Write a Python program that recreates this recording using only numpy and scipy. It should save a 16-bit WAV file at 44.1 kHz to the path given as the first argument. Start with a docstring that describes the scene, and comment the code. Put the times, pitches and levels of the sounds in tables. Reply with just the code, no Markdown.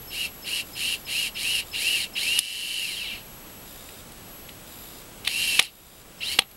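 """Outdoors at a wooden hen house, a cordless drill a few metres from a camcorder's microphone.
Still air and the camera's faint whistle and buzz lie under it all. Six short pulls of the trigger come first,
then a longer one: the switch squeals, the gears whine and rasp, and at 2.4 s the bit jumps in the screw.
A pause follows, with a few soft clicks. From 5.2 s come two last pulls, each with a loud clack that rings
the boards and ducks the camera's gain."""
import sys
import numpy as np
from scipy import signal
from scipy.fft import rfft, irfft
from scipy.io import wavfile
from scipy.ndimage import uniform_filter1d

SR = 44100
rng = np.random.default_rng(int(sys.argv[2]) if len(sys.argv) > 2 else 0)


def bounce(signal):
    """Save signal as a 16-bit WAV file at the path given by the first command-line argument."""
    frames = np.transpose(np.atleast_2d(signal))
    limited = np.clip(frames, -1, 1)
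    pcm = np.round(limited * 32767).astype(np.int16)
    wavfile.write(sys.argv[1], SR, pcm)


N = 289516
TIME = np.arange(N) / SR
BINS = np.fft.rfftfreq(N, 1 / SR)


def gain_of(db):
    """Decibels to an amplitude factor."""
    return 10 ** (np.asarray(db) / 20)


def unit_rms(x):
    """Scales to rms 1."""
    return x / np.sqrt(np.mean(x ** 2) + 1e-20)


def curve(points, hz=BINS):
    """Reads a table of (f/Hz, value) on a log-frequency axis."""
    f, value = np.transpose(points)
    return np.interp(np.log(hz + 1), np.log(f + 1), value)


def humps(modes):
    """Resonances as bumps in dB over frequency."""
    return sum(db / (1 + (2 * (BINS - hz) / width) ** 2) for hz, width, db in modes)


def colour(x, db):
    """A minimum-phase filter with the given gain in dB at each bin."""
    log_gain = np.log(gain_of(db))
    phase = -signal.hilbert(np.r_[log_gain, log_gain[-2:0:-1]]).imag[:len(BINS)]
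    return irfft(rfft(x) * np.exp(log_gain + 1j * phase), N)


def drift(rate_hz):
    """A random wander of rms 1, mostly slower than rate_hz."""
    return unit_rms(irfft(rfft(rng.standard_normal(N)) / (1 + (BINS / rate_hz) ** 4), N))


def add(mix, start_s, sound):
    """Mixes a sound in at a time."""
    part = mix[round(start_s * SR):][:len(sound)]
    part += sound[:len(part)]


def air(level_db=-45):
    """The still air of the woods, a low wash, and the microphone's hiss with one narrow band standing out."""
    # spectrum of air and hiss: f/Hz, relative level/dB
    wash = [(12, -35), (20, 3.5), (53, -0.5), (146, -3), (193, -2.5), (255, -4), (574, -7.5), (1530, -13),
            (1910, -15), (2820, -13), (4810, -18), (10200, -19), (11400, -16.5), (12400, -18.5),
            (16000, -28)]
    noise = colour(rng.standard_normal(N), curve(wash) + humps([(7850, 260, 8.8)]))
    return gain_of(level_db) * unit_rms(noise)


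def camera_whistles(high_hz=15734, high_db=-59):
    """At the microphone, two thin electronic tones: the lower swells and fades, the higher holds steady."""
    # contour of the lower tone: t/s, relative level/dB
    contour = [(0, -42.5), (.7, -47), (1.2, -46), (2.1, -50), (2.5, -46.5), (3.75, -48), (4.07, -61),
               (4.35, -44), (4.63, -54), (4.82, -43.5), (5.11, -58), (5.4, -43), (5.8, -47), (6.12, -59),
               (6.35, -43), (6.56, -45.5)]
    low = gain_of(np.interp(TIME, *np.transpose(contour)) - 3) * np.sin(2 * np.pi * 11719 * TIME)
    high = gain_of(high_db) * np.sin(2 * np.pi * high_hz * TIME)
    return np.sqrt(2) * (low + high)


def lens_motor(level_db=-50, first_s=.665, burst_s=.355, step_hz=61.2):
    """Beside the microphone the lens motor buzzes once a second, each step a dying puff of noise."""
    # resonances of the lens drive: f/Hz, width/Hz, level/dB
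    lens_modes = [(3740, 670, 15.5), (4890, 490, 15.5), (7270, 190, 22.5), (9470, 1400, 19.5),
                  (12200, 830, 23)]
    tilt_db = curve([(1000, -15), (3000, 0.5), (12000, -9.0), (15000, -2)])
    moving = (TIME > first_s) & ((TIME - first_s) % 1 < burst_s)
    steps = np.exp(-(TIME * step_hz % 1) / 0.58) * rng.standard_normal(N)
    return gain_of(level_db) * moving * unit_rms(colour(steps, humps(lens_modes) + tilt_db))


def yard(x, wall_db=-13, wall_s=.0042, scatter_db=-21, taps_per_s=2000):
    """The direct sound, one quick reflection off the hen house, then a thin scatter from the trees."""
    # decay of the yard's echo: f/Hz, t60/s
    decay = [(300, 0.36), (3000, 0.23), (10000, 0.13)]
    count = SR // 3
    taps = rng.standard_normal(count) * (rng.random(count) < taps_per_s / SR) * (TIME[:count] > .008)
    hz, t, spectra = signal.stft(taps, SR, nperseg=256)
    tail = signal.istft(spectra * gain_of(-60 * t / curve(decay, hz)[:, None]), SR, nperseg=256)[1]
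    echo = gain_of(scatter_db) * tail / np.linalg.norm(tail)
    echo[round(wall_s * SR)] += gain_of(wall_db)
    return x + signal.fftconvolve(x, echo)[:N]


def trigger():
    """The speed switch chops the current at a pitch that sags as the motor takes load."""
    # squeals of the switch: t/s, length/s, first f/Hz, last f/Hz, level/dB
    squeals = [(0.07, .048, 5320, 5270, -46.5), (0.42, 0.041, 5340, 5070, -46),
               (0.73, 0.033, 5230, 5020, -43), (1.05, 0.029, 5270, 5000, -44),
               (1.343, 0.023, 5340, 5030, -45), (1.712, 0.038, 5300, 5020, -43.5),
               (2.134, 0.024, 5350, 5000, -44), (6.185, 0.018, 5330, 5100, -52)]
    out = np.zeros(N)
    for start, length, first_hz, last_hz, db in squeals:
        hz = np.linspace(first_hz, last_hz, int(length * SR))
        tone = np.sqrt(2) * np.sin(2 * np.pi * np.cumsum(hz) / SR)
        add(out, start, gain_of(db) * tone * signal.windows.tukey(len(hz), .4))
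    return out


def clacks(slip_s=.004, slip_db=-6.5, clack_t60=.01, tick_t60=.012, rattle_t60=.085, rattle_db=-14):
    """The bit jumps: a scrape swells to a crunch in the tool, steel ticks, and rattle and boards ring on."""
    # knocks of bit, screw and chuck: t/s, then relative level/dB of boards, tool and steel
    knocks = [(2.3906, -51, -24, -7), (3.8915, -65, -41.5, -52), (4.1206, -70, -66, -38),
              (4.4925, -63, -37, -46), (5.2505, -67, -33, -28), (5.2768, -62, -16.5, -19),
              (5.5965, -20.5, -5, -8), (5.619, -29.5, -22, -52), (5.6262, -55, -31, -14),
              (6.3917, -18.5, -9, -11), (6.422, -35, -26.5, -42), (6.514, -72, -49, -34.5)]
    # modes of the boards: f/Hz, level/dB, t60/s
    boards = [(198, -17.5, 0.16), (350, -26, 0.066), (507, -2.5, 0.042), (775, -1.5, 0.091),
              (827, -1.5, 0.066), (935, -7, 0.043), (1125, -4, 0.044), (1260, -7, 0.029)]
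    # spectra of the tool's clack and the steel's tick: f/Hz, relative level/dB
    clack_spectrum = [(300, -24), (620, -27), (760, -8.5), (920, -18), (1100, -14), (1300, -7), (1500, -13),
                      (1900, -2.5), (2800, 2), (4100, -0.5), (5000, -16), (8000, -21), (12500, -37),
                      (15000, -66)]
    tick_spectrum = [(1500, -39), (3500, -5.5), (5400, -6), (6500, -15), (8500, -7), (9800, 0.5),
                     (11500, -9.5), (13500, -9.5), (15000, -35), (16000, -26)]
    t = np.arange(SR // 5) / SR
    landed = np.maximum(t - slip_s, 0)
    swell = gain_of(slip_db * np.maximum(1 - t / slip_s, 0))
    crunch = swell * (gain_of(-60 * landed / clack_t60) + gain_of(rattle_db - 60 * landed / rattle_t60))
    wood, tool, steel = np.zeros((3, N))
    for at, boards_db, tool_db, steel_db in knocks:
        tool_noise, steel_noise = rng.choice([-1., 1.], (2, len(t)))
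        ring = sum(gain_of(db - 60 * t / t60) * np.sin(2 * np.pi * hz * rng.uniform(1.0, 1.03) * t)
                   for hz, db, t60 in boards)
        add(wood, at - slip_s / 2, gain_of(boards_db - 3) * ring / np.std(ring[:SR // 200]))
        add(tool, at - slip_s, gain_of(tool_db) * tool_noise * crunch)
        add(steel, at, gain_of(steel_db) * steel_noise * gain_of(-60 * t / tick_t60))
    unit_power_db = lambda points: 20 * np.log10(unit_rms(gain_of(curve(points))))
    return wood + colour(tool, unit_power_db(clack_spectrum)) + colour(steel, unit_power_db(tick_spectrum))


def motor(jolt_s=.048, unload_s=.03, take_up_s=.028, slack_s=.11):
    """Each pull spins the motor up, lets it coast and brakes it; gives pitch and three levels over time."""
    # pulls of the trigger: start t/s, easing t/s, stop t/s, full-speed whine f/Hz, spin-up/s, coast/s,
    # braking/s, then relative level/dB of drill, starting jolt, change once eased, whine and overtones
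    pulls = [(.094, .19, .308, 3148, .04, .24, .046, -37.5, -4.5, 1, 3.5, -6),
             (.435, .54, .652, 3272, 0.048, .216, .046, -36, 1, 1.5, 1.5, -9),
             (.74, .88, .991, 3200, .05, .257, .046, -34, -2, -0.5, 1.5, -11),
             (1.056, 1.2, 1.324, 3167, .057, .19, .046, -33.5, 0, -1, 2, -9),
             (1.335, 1.515, 1.656, 3222, 0.074, .245, .055, -33, -2, 0.5, 2, -6),
             (1.718, 1.92, 2.092, 3164, 0.076, .195, .046, -32.5, 5, 0, 3.5, -5),
             (2.14, 2.8, 3.27, 2980, .064, .26, .046, -33.5, 6, -0.5, 3, -2.5),
             (5.236, 5.37, 5.725, 2858, 0.042, 1.15, 0.076, -35, -4.5, 3, 1.5, -4.5),
             (6.191, 6.335, 6.46, 2408, .051, .28, .05, -35, -1.5, -13, 0, 3.5)]
    controls = np.zeros((4, N))
    for start, ease, stop, full_hz, spin_s, coast_s, brake_s, *levels in pulls:
        pull_db, jolt_db, eased_db, whine_db, overtone_db = levels
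        running = (TIME > start) & (TIME < stop)
        t = TIME[running]
        eased = np.maximum(t - ease, 0)
        spin_up = 1 - np.exp(-(t - start) / spin_s)
        coast = np.exp(-(eased / coast_s) ** 1.4)  # holds its speed at first, then runs down
        brake = np.minimum((stop - t) / brake_s, 1)
        speed = spin_up * coast * brake
        octaves = np.log2(speed + 1e-6)
        level_db = pull_db + 4 * octaves  # louder with speed
        level_db += jolt_db * np.exp(-(t - start) / jolt_s)
        level_db -= 7 * np.maximum(1 - (t - start) / take_up_s, 0)  # the gears take up their play
        level_db += eased_db * (1 - np.exp(-eased / unload_s))  # the load comes off
        level_db -= 18.5 * (1 - brake)  # the gears fall quiet under the brake
        slack_db = -3 * (1 - np.exp(-eased / slack_s))  # coasting teeth press less: the whine sinks
        chatter_db = -3.5 * np.maximum(octaves, -2)  # slow gears chatter: their overtones stand out
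        controls[:, running] = [full_hz * speed, level_db, whine_db + slack_db, overtone_db + chatter_db]
    return controls


def gear_whine(angle, whine_db, overtone_db):
    """Meshing teeth sound through the gear case; play in the gears lets each tone flutter on its own."""
    # gear tones around the whine and among its overtones: multiple of the motor speed, level/dB
    whine_orders = [(14.5, -8.5), (15, -10.5), (16, 0), (17, -29)]
    overtone_orders = [(32, 3), (33, -20), (40, -8), (48, -1), (56, -2.5), (64, -2), (80, -8)]
    # how well the gear case passes them: f/Hz, level/dB
    gear_case = [(1500, -34), (2000, -21.5), (2250, -9.5), (2500, -9), (2750, 2), (3050, -7), (3600, -12.5),
                 (3900, -5), (4300, -12), (4750, -15), (5050, -20), (5350, -17), (5600, -24), (8000, -49.5)]

    def stack(orders):
        return sum(gain_of(db + 1.8 * drift(70)) * np.cos(order * (angle + .018 * drift(80)))
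                   for order, db in orders)

    tones = gain_of(whine_db) * stack(whine_orders) + gain_of(overtone_db) * stack(overtone_orders)
    return colour(tones, curve(gear_case))


def rasp(angle, whine_hz, fizz_hz=4600, fizz_fade_db=14, brush_order=67):
    """Scraping teeth and brushes ring the housing; the brushes' fizz and thin tone fade at low speed."""
    # what the housing radiates: f/Hz, relative level/dB
    housing = [(300, -25), (1400, -32), (1750, -18.5), (2400, -18), (5000, -15.5), (6100, -20.5),
               (7500, -18.5), (9700, -13.5), (11500, -16.5), (13000, -23.5), (14500, -46)]
    # its resonances: f/Hz, width/Hz, level/dB
    housing_modes = [(2320, 82, 9.5), (2781, 307, 15), (3088, 280, 10.5), (3470, 220, -5),
                     (4104, 1050, 9.5), (5330, 84, 7.5), (6820, 83, 9.5)]
    throb = 1 + .18 * np.cos(angle)  # the teeth scrape harder once a turn
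    scrape = rng.standard_normal(N) * throb * gain_of(1.5 * drift(700))  # no two catch alike
    radiated = unit_rms(colour(scrape, curve(housing) + humps(housing_modes)))
    dull = signal.sosfiltfilt(signal.butter(2, fizz_hz, fs=SR, output="sos"), radiated)
    fizz = radiated - dull + gain_of(-24) * np.cos(brush_order * angle)
    slowness = np.maximum(1 - whine_hz / 2200, 0)
    return dull + fizz * gain_of(-fizz_fade_db * slowness)


def drill(teeth=16, wobble=.0029, silent_hz=327, turning_hz=615):
    """Whine and rasp follow the motor's slightly unsteady shaft and fade in as it gets turning."""
    whine_hz, level_db, whine_db, overtone_db = motor()
    angle = 2 * np.pi * np.cumsum(whine_hz * (1 + wobble * drift(72))) / teeth / SR
    gears = gain_of(7) * gear_whine(angle, whine_db, overtone_db) + gain_of(6) * rasp(angle, whine_hz)
    turning = np.clip((whine_hz - silent_hz) / (turning_hz - silent_hz), 0, 1)
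    return turning * gain_of(level_db) * gears


def scene():
    """One microphone, alike in both channels: the drill across the yard, the air, the camera close by."""
    mono = yard(drill() + trigger() + clacks()) + air() + camera_whistles() + lens_motor()
    return np.array([mono, mono])


def record(dry, threshold_db=-21, slope=.78, recovery_db_per_s=17, attack_s=.012, limit_hz=15950):
    """The camera's gain, most alert to treble, ducks at loud clacks and creeps back; then clip and low-pass."""
    treble = np.diff(dry[0], prepend=0)
    power_db = 10 * np.log10(abs(uniform_filter1d(treble ** 2, size=88)) + 1e-12)
    fall_db = TIME * recovery_db_per_s
    held_db = np.maximum.accumulate(power_db + fall_db) - fall_db
    over_db = np.maximum(held_db - threshold_db, 0)
    lag = np.exp(-1 / (attack_s * SR))
    duck_db = slope * signal.lfilter([1 - lag], [1, -lag], over_db)
    clipped = np.clip(dry / gain_of(duck_db), -1, 1)
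    lowpass = signal.firwin(511, limit_hz, window=("kaiser", 9), fs=SR)
    return signal.oaconvolve(clipped, lowpass[None], "same")


dry = scene()
out = record(dry)
bounce(out)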